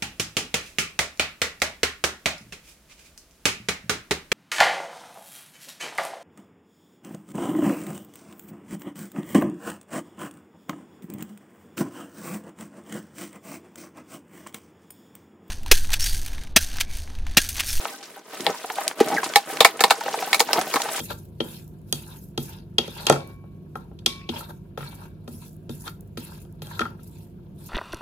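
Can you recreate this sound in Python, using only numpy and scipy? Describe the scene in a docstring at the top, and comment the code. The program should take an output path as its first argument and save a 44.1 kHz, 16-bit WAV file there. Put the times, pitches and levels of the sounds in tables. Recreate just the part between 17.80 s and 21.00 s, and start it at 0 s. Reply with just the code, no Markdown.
"""Close to the microphone in a small room, hands work a plastic-wrapped object loose inside a cardboard box.
Card rubs and wrap crinkles throughout (random slips and creases); fingers tap and stiff card snaps.
At 1.2 s a big flap thumps (damped modes); then an edge scrapes (drifting resonance) and card squeaks (a tone).
Snaps (crack, box ring, scatter) crowd in from 1.56 to 2.11 s and return from 2.53 s, with a second scrape.
The loudest snaps overload the microphone."""
import sys
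import numpy as np
from scipy import signal
from scipy.fft import rfft, irfft
from scipy.io import wavfile
from scipy.ndimage import uniform_filter1d

SR = 44100
rng = np.random.default_rng(int(sys.argv[2]) if len(sys.argv) > 2 else 0)


def to_wav(sig):
    """Store sig (one row per channel, or 1-D mono) as 16-bit WAV at the path in sys.argv[1].

    Samples outside -1..1 are clipped; the rate is SR.
    """
    pcm = np.clip(np.atleast_2d(sig), -1, 1) * 32767
    pcm = np.round(pcm).astype(np.int16)
    wavfile.write(sys.argv[1], SR, pcm.T)  # frames by channels


N = 141120
T = np.arange(N) / SR
HIT_T = T[:8192]  # time within one blow [s]

# Small room: (level in the middle [dB], level in the side [dB]), then decay times by 60 dB [s]
ROOM_DB, ROOM_SIDE_DB = -20, -23.5
ROOM_T60_S, ROOM_TREBLE_T60_S = 0.19, 0.18

# Sliding, levels before the trims below:
# (time [s], flexing wall level [dB], rubbing level [dB], crinkling level [dB])
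SLIDE_LEVELS = [(0, -44, -37, -41), (0.11, -52, -44, -42), (0.21, -52, -50, -54), (0.31, -54, -52, -53),
                (0.38, -54, -47, -53), (0.43, -57, -56, -62), (0.54, -52, -42, -45), (0.63, -38, -43, -43),
                (0.70, -34, -34, -41), (0.79, -57, -46, -46), (0.95, -52, -44, -44), (1.01, -48, -33, -40),
                (1.1, -45, -39, -45), (1.15, -58, -52, -58), (1.19, -41, -37, -43), (1.33, -31, -30, -40),
                (1.41, -43, -38, -43), (1.5, -43, -36, -41), (1.655, -57, -48, -51), (1.69, -42, -35, -41),
                (1.97, -46, -44, -48), (2.18, -50, -40, -44), (2.35, -45, -38, -40), (2.55, -44, -38, -40),
                (2.66, -44, -47, -45), (2.72, -41, -31, -39), (2.78, -31, -27, -35), (2.85, -43, -37, -42),
                (2.91, -46, -39, -37), (3.08, -43, -35, -39), (3.2, -46, -36, -33)]
FLEX_TRIM_DB, RUB_TRIM_DB, WRAP_TRIM_DB = -0.5, 1, 2.5
# Spectrum of the flexing walls: (frequency [Hz], relative level [dB])
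FLEX_SPECTRUM = [(100, -13), (170, -2), (280, -0.5), (450, -0.5), (700, -12), (2000, -53)]
# Spectrum of the rubbing card: (frequency [Hz], relative level [dB])
RUB_SPECTRUM = [(120, -37), (350, -13.5), (600, 2), (850, 1), (1300, -4), (1800, -0.5), (2800, -12),
                (16000, -44)]
# Spectrum of the crinkling wrap: (frequency [Hz], relative level [dB])
WRAP_SPECTRUM = [(300, -54), (1500, 1.5), (3000, 1.5), (6500, -1.5), (10000, -4), (16000, -8)]
RUB_PER_S, RUB_SPREAD_DB = 1400, 2.6
RUB_FLICKER_DB, RUB_FLICKER_HZ = 2.5, 43.8  # the sliding catches and lets go
# The moving contact drives now one mode, now another
RUB_RING_DB, RUB_SHIFT_DB, RUB_SHIFT_HZ = -11, 4.5, 18

# Sizes of crease in the wrap: (lowest frequency [Hz], highest frequency [Hz])
CREASE_BANDS = [(300, 2500), (2500, 4500), (4500, 7500), (7500, 11000), (11000, 17000)]
CRINKLE_PER_S, CRINKLE_SPREAD_DB = 380, 4.48
CRINKLE_DECAY_S, CRINKLE_BED = 0.0032, 0.17  # decay of the power; steady power underneath

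# Ticks of the wrap: (time [s], decay [s], level [dB], frequency that places the band [Hz])
WRAP_TICKS = [(0.048, .003, -44, 6400), (0.228, 0.028, -42.5, 4500), (0.606, 0.004, -39.5, 7150),
              (0.9007, 0.001, -35, 1980), (1.0795, 0.00064, -26, 7900), (1.112, 0.0033, -36, 1670),
              (1.284, 0.0086, -37.5, 9000), (1.442, 0.012, -32, 6800), (1.537, 0.0013, -35, 3000),
              (1.771, 0.0025, -36, 2980), (1.993, 0.0069, -32, 1780), (2.1, 0.0095, -30, 2940),
              (2.389, 0.0049, -34.5, 1900), (2.813, 0.0021, -33.5, 5260), (3.018, 0.0038, -31.5, 6500)]
TICK_TAIL_S, TICK_TAIL_DB = 0.012, -10

# Soft taps of fingers and flaps: (time [s], level [dB], centre frequency [Hz])
SOFT_TAPS = [(0.675, -34, 258), (0.706, -39, 503), (0.843, -32.5, 647), (0.902, -32, 860),
             (0.982, -26.5, 830), (1.383, -35.5, 774), (1.431, -27.5, 1030), (1.700, -33.5, 810),
             (2.209, -31, 940), (2.261, -29, 702), (2.281, -27, 694), (2.340, -26.5, 856),
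             (2.374, -34.5, 430), (2.423, -27, 785), (2.473, -34, 810), (2.687, -28.5, 900),
             (2.783, -22.5, 738), (2.814, -31.5, 980), (2.955, -29.5, 292), (2.965, -24.5, 1020),
             (3.000, -30, 930), (3.055, -31.5, 820), (3.087, -32.5, 936)]
TAP_PUSH_S, TAP_RING_DB, TAP_RISE_S = 0.0039, -1, 0.00093

# Squeak of card on the wrap, before waver and flutter: (time [s], pitch [Hz], peak level [dB])
SQUEAK_PATH = [(1.364, 2100, -41), (1.373, 1956, -19), (1.379, 1590, -26), (1.384, 1575, -15.5),
               (1.402, 1560, -41)]
SQUEAK_WAVER, SQUEAK_FLUTTER_DB = 0.0305, 4.5  # waver as a fraction of the pitch
# Spectrum of that unsteadiness: (frequency [Hz], relative level [dB])
UNSTEADY_SPECTRUM = [(250, 4), (900, -26.5)]

# Scrapes of a card edge:
# (time [s], length [s], level at the middle [dB], resonance at the start [Hz], at the end [Hz])
EDGE_SCRAPES = [(1.298, 0.059, -25, 731.6, 874), (2.735, 0.0583, -25.5, 1154, 797)]
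SCRAPE_WIDTH_HZ = 60

# Modes of the big flap: (frequency [Hz], relative level [dB], decay by 60 dB [s])
FLAP_MODES = [(239, -9.5, 0.062), (318, -4, 0.046), (391, 2, 0.0316), (459, 0, 0.053), (803, -4.5, 0.053)]
THUMP_S, THUMP_DB, THUMP_PUSH_S, THUMP_SCUFF_DB = 1.2055, -12, 0.00043, -25
FLAP_LOW_HZ = 228

# Modes of the box: (frequency [Hz], relative level [dB], decay by 60 dB [s])
BOX_MODES = [(342.4, -14.5, 0.025), (467, -0.5, 0.048), (664.4, -2, 0.04), (803.6, 0, 0.07),
             (926, -3.5, 0.052), (1300, -2, 0.052), (1540, -3.5, 0.038), (1775, 8.5, 0.049),
             (2252, 6.5, 0.046), (2682, -3, 0.053), (3360, 9, 0.02), (3704, 6, 0.048), (4065, 7.5, 0.027)]

# Snaps of card, levels before the trim below: (time [s], decay of the crack [s],
# resonance favoured by the spot [Hz], bass [dB], middle [dB], presence [dB], treble [dB])
CARD_SNAPS = [(0.0535, 0.00057, 1012, -47, -26.5, -37.5, -61),
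              (0.6655, 0.0006, 817, -25.5, -22.5, -18.5, -36), (1.558, 0.0019, 820, -21.5, -11.5, -10, -17),
              (1.805, 0.0031, 3460, -17.5, -12, -9.5, -16.5), (1.8472, 0.0071, 2120, -25.5, -7, -7.5, -14),
              (2.006, 0.0032, 1640, -24, -17.5, -18.5, -21), (2.0385, 0.0015, 960, -21, -13, -12.5, -20),
              (2.1062, 0.006, 1510, -27, -11, -14.5, -20), (2.5299, 0.0018, 2200, -44, -20.5, -15, -25),
              (2.544, 0.0028, 2270, -41, -23, -21.5, -23.5), (2.595, .006, 6960, -45, -28, -24.5, -21.5),
              (2.6033, 0.0009, 483, -23.5, -16.5, -16.5, -19),
              (2.7315, 0.00074, 5200, -33, -25, -20.5, -22), (2.939, 0.0023, 1930, -27.5, -22.5, -27, -27),
              (2.958, 0.0036, 1130, -34, -20.5, -27, -30.5)]
# Bass, middle, presence and treble of a snap: (lowest frequency [Hz], highest frequency [Hz])
SNAP_BANDS = [(210, 600), (600, 1500), (1500, 4600), (4000, 17000)]
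# How a snap develops in those ranges, ring and scatter relative to the crack before the pump:
# (delay [s], ring level [dB], scatter level [dB], scatter decay [s])
SNAP_GROWTH = [(0.0012, 9.5, -0.5, 0.024), (0.00079, 1, 0.5, 0.012), (0.00029, 2.5, -3, 0.015),
               (0, -12, 6, 0.011)]
SNAP_TRIM_DB, SNAP_SOFT_HZ = -3.5, 7100
SNAP_LONG_S, SNAP_PUMP = 0.0042, 0.4  # a longer crack pumps more into the box
CRACK_ROUGH, CRACK_GRAIN_HZ = 0.31, 692  # the scatter of a snap is ragged
ACCENT_DB = 6.5  # resonance brought out by the spot that is touched

# Stereo width and the microphone
WIDE_HZ, WIDTH = 4550, 0.95
MIC_LOW_HZ, TOP_HZ, CEILING = 140, 15900, 1.0


def undb(db):
    """Decibels to gain."""
    return 10 ** (np.asarray(db) / 20)


def unit(x):
    """Scale to an energy of one."""
    return x / np.sqrt(np.sum(x ** 2))


def blow(x, db):
    """Set the level of a blow, taken over 30 ms."""
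    return unit(x) * undb(db) * np.sqrt(.03 * SR)


def add(out, s, x):
    """Mix x in at a time."""
    i = max(int(s * SR), 0)
    out[i:i + len(x)] += x[:N - i]


def band(x, lo, hi, order=2):
    """Band-pass."""
    edges = [lo, min(hi, SR / 2 - 500)]
    return signal.sosfilt(signal.butter(order, edges, "band", fs=SR, output="sos"), x)


def convolve(x, response):
    """Play x through a response."""
    return signal.fftconvolve(x, response)[:len(x)]


def colour(x, points):
    """Filter x by a spectrum and scale it to an rms of one."""
    hz, db = np.array(points).T
    f = np.maximum(np.fft.rfftfreq(N, 1 / SR), 1)
    gain = undb(np.interp(np.log(f), np.log(hz), db))
    y = irfft(rfft(x) * gain, N)
    return y / y.std()


def wander(hz):
    """A random drift with a spread of one."""
    x = band(rng.standard_normal(N), hz / 4, hz)
    return x / x.std()


def grains(per_s, spread_db):
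    """Random slips: many small, a few large."""
    happens = rng.random(N) < per_s / SR
    size = undb(spread_db * np.minimum(rng.exponential(size=N), 5))
    return happens * size * rng.choice([-1, 1], N)


def burst(decay_s):
    """A dying burst of tiny fibre clicks."""
    return unit(rng.standard_normal(len(HIT_T)) * np.exp(-HIT_T / decay_s))


def ring(modes, jitter=0.):
    """Damped modes with a random overall polarity; jitter detunes each mode at random on every call."""
    total = np.zeros(len(HIT_T))
    for k, (hz, db, t60) in enumerate(modes):
        detuned_hz = hz * (1 + jitter * rng.standard_normal())
        decay = undb(db - 60 * HIT_T / t60)
        total += (-1) ** k * decay * np.sin(2 * np.pi * detuned_hz * HIT_T)
    return rng.choice([-1, 1]) * unit(total)


def favour(x, hz):
    """The spot that is touched brings out one resonance."""
    return x + undb(ACCENT_DB) * band(x, hz / 1.07, hz * 1.07, order=1)


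def room():
    """Response of the small room; the treble dies sooner."""
    noise = rng.standard_normal(N)
    low_tail = band(noise, 130, 2500) * undb(-60 * T / ROOM_T60_S)
    treble_tail = band(noise, 2500, 16000) * undb(-60 * T / ROOM_TREBLE_T60_S)
    return unit((low_tail + treble_tail) * np.clip(T / 0.0016, 0, 1))


def crinkle():
    """Creases of five sizes, each size crackling on its own."""
    out = np.zeros(N)
    for lo, hi in CREASE_BANDS:
        crackles = grains(CRINKLE_PER_S, CRINKLE_SPREAD_DB) ** 2
        power = convolve(crackles, np.exp(-HIT_T / CRINKLE_DECAY_S))
        out += band(rng.standard_normal(N) * np.sqrt(np.abs(power) + CRINKLE_BED), lo, hi)
    return out


def sliding():
    """Card sticks and slips, shaking the walls and ringing the box's lower modes in turn; the wrap crinkles."""
    s, flex_db, rub_db, wrap_db = np.array(SLIDE_LEVELS).T
    slips = grains(RUB_PER_S, RUB_SPREAD_DB) * undb(RUB_FLICKER_DB * wander(RUB_FLICKER_HZ))
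    walls = np.zeros(N)
    for mode in BOX_MODES[:7]:  # ring() gives each single mode the same energy
        drive = slips * undb(RUB_SHIFT_DB * wander(RUB_SHIFT_HZ))
        walls += convolve(drive, ring([mode]))
    card = unit(slips) + undb(RUB_RING_DB) * unit(walls)
    layers = [(card, FLEX_SPECTRUM, flex_db + FLEX_TRIM_DB),
              (card, RUB_SPECTRUM, rub_db + RUB_TRIM_DB),
              (crinkle(), WRAP_SPECTRUM, wrap_db + WRAP_TRIM_DB)]
    return sum(colour(x, spectrum) * undb(np.interp(T, s, db)) for x, spectrum, db in layers)


def ticks():
    """A crease in the wrap flips over, sharply or with a short scrunch."""
    out = np.zeros(N)
    for s, length, db, hz in WRAP_TICKS:
        flip = burst(length) + undb(TICK_TAIL_DB) * burst(TICK_TAIL_S)
        add(out, s, blow(band(flip, hz * 0.22, hz * 1.3), db))
    return out


def taps():
    """Soft contacts ring only part of the box's range."""
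    out = np.zeros(N)
    for s, db, hz in SOFT_TAPS:
        push = unit(band(burst(TAP_PUSH_S), hz * .5, hz * 2))
        box = unit(band(ring(BOX_MODES, jitter=0.0422), hz * 0.67, hz * 1.325))
        hit = favour(push + undb(TAP_RING_DB) * box, hz)
        add(out, s, blow(hit * np.minimum(HIT_T / TAP_RISE_S, 1), db))
    return out


def squeak():
    """A short, unsteady stick-slip tone that sags as the slide slows."""
    s, hz, db = np.array(SQUEAK_PATH).T
    waver, flutter = (colour(rng.standard_normal(N), UNSTEADY_SPECTRUM) for _ in range(2))
    pitch = np.interp(T, s, hz) * (1 + SQUEAK_WAVER * waver)
    phase = 2 * np.pi * np.cumsum(pitch) / SR
    level_db = np.interp(T, s, db, left=-120, right=-120) + SQUEAK_FLUTTER_DB * flutter
    return undb(level_db) * np.sin(phase)


def scrapes():
    """An edge drags along a wall; the wall's resonance moves with the point of contact."""
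    out = np.zeros(N)
    for s, length, db, first_hz, last_hz in EDGE_SCRAPES:
        along = np.clip((T - s) / length, 0, 1)
        phase = 2 * np.pi * np.cumsum(first_hz + (last_hz - first_hz) * along) / SR
        # two independent drifts spread the tone into a narrow band of noise
        judder = wander(SCRAPE_WIDTH_HZ) * np.sin(phase) + wander(SCRAPE_WIDTH_HZ) * np.cos(phase)
        out += undb(db) * np.sin(np.pi * along) * judder
    return out


def thump():
    """The big flap scuffs past an edge and drops against the box; it is too small to radiate deep bass."""
    out = np.zeros(N)
    knock = convolve(ring(FLAP_MODES), np.exp(-HIT_T / THUMP_PUSH_S))
    add(out, THUMP_S, blow(band(knock, FLAP_LOW_HZ, SR / 4), THUMP_DB))
    scuff = band(burst(0.011), 630, 1730, order=1)
    add(out, THUMP_S - .003, blow(scuff, THUMP_SCUFF_DB))
    return out


def ragged():
    """Noise that comes in uneven clumps, as fibres tear one after another."""
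    clumps = uniform_filter1d(rng.standard_normal(len(HIT_T)), int(SR / CRACK_GRAIN_HZ))
    return rng.standard_normal(len(HIT_T)) * np.exp(CRACK_ROUGH * clumps / clumps.std())


def snaps():
    """Card gives way with a crack, which rings the box and scatters between its walls; the lows come late."""
    out = np.zeros(N)
    for s, length, hz, *levels in CARD_SNAPS:
        crack, modes, scatter = burst(length), ring(BOX_MODES, jitter=0.012), ragged()
        pump = (length / SNAP_LONG_S) ** SNAP_PUMP
        for edges, growth, db in zip(SNAP_BANDS, SNAP_GROWTH, levels):
            late, ring_db, scatter_db, decay = growth
            parts = [(crack, 1),
                     (modes, pump * undb(ring_db)),
                     (scatter * np.exp(-HIT_T / decay), pump * undb(scatter_db))]
            hit = sum(gain * unit(band(x, *edges, order=3)) for x, gain in parts)
            soft = band(favour(hit, hz), 120, SNAP_SOFT_HZ, order=1)
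            add(out, s + late, blow(soft, db + SNAP_TRIM_DB))
    return out


def scene():
    """The box is straight ahead; its treble reaches the two channels by different paths."""
    dry = sliding() + ticks() + taps() + squeak() + scrapes() + thump() + snaps()
    mid = dry + undb(ROOM_DB) * convolve(dry, room())
    # the same events with fresh random detail
    other_paths = sliding() + ticks() + taps() + snaps()
    wide_treble = WIDTH * band(other_paths, WIDE_HZ, SR / 2, order=1)
    side = wide_treble + undb(ROOM_SIDE_DB) * convolve(dry, room())
    return np.array([mid + side, mid - side])


def record(dry):
    """The microphone drops the deep bass, the loudest snaps clip, the top is cut."""
    thin = signal.sosfilt(signal.butter(3, MIC_LOW_HZ, "high", fs=SR, output="sos"), dry)
    clipped = np.clip(thin, -CEILING, CEILING)
    return signal.sosfilt(signal.ellip(10, .2, 60, TOP_HZ, fs=SR, output="sos"), clipped)


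dry = scene()
out = record(dry)
to_wav(out)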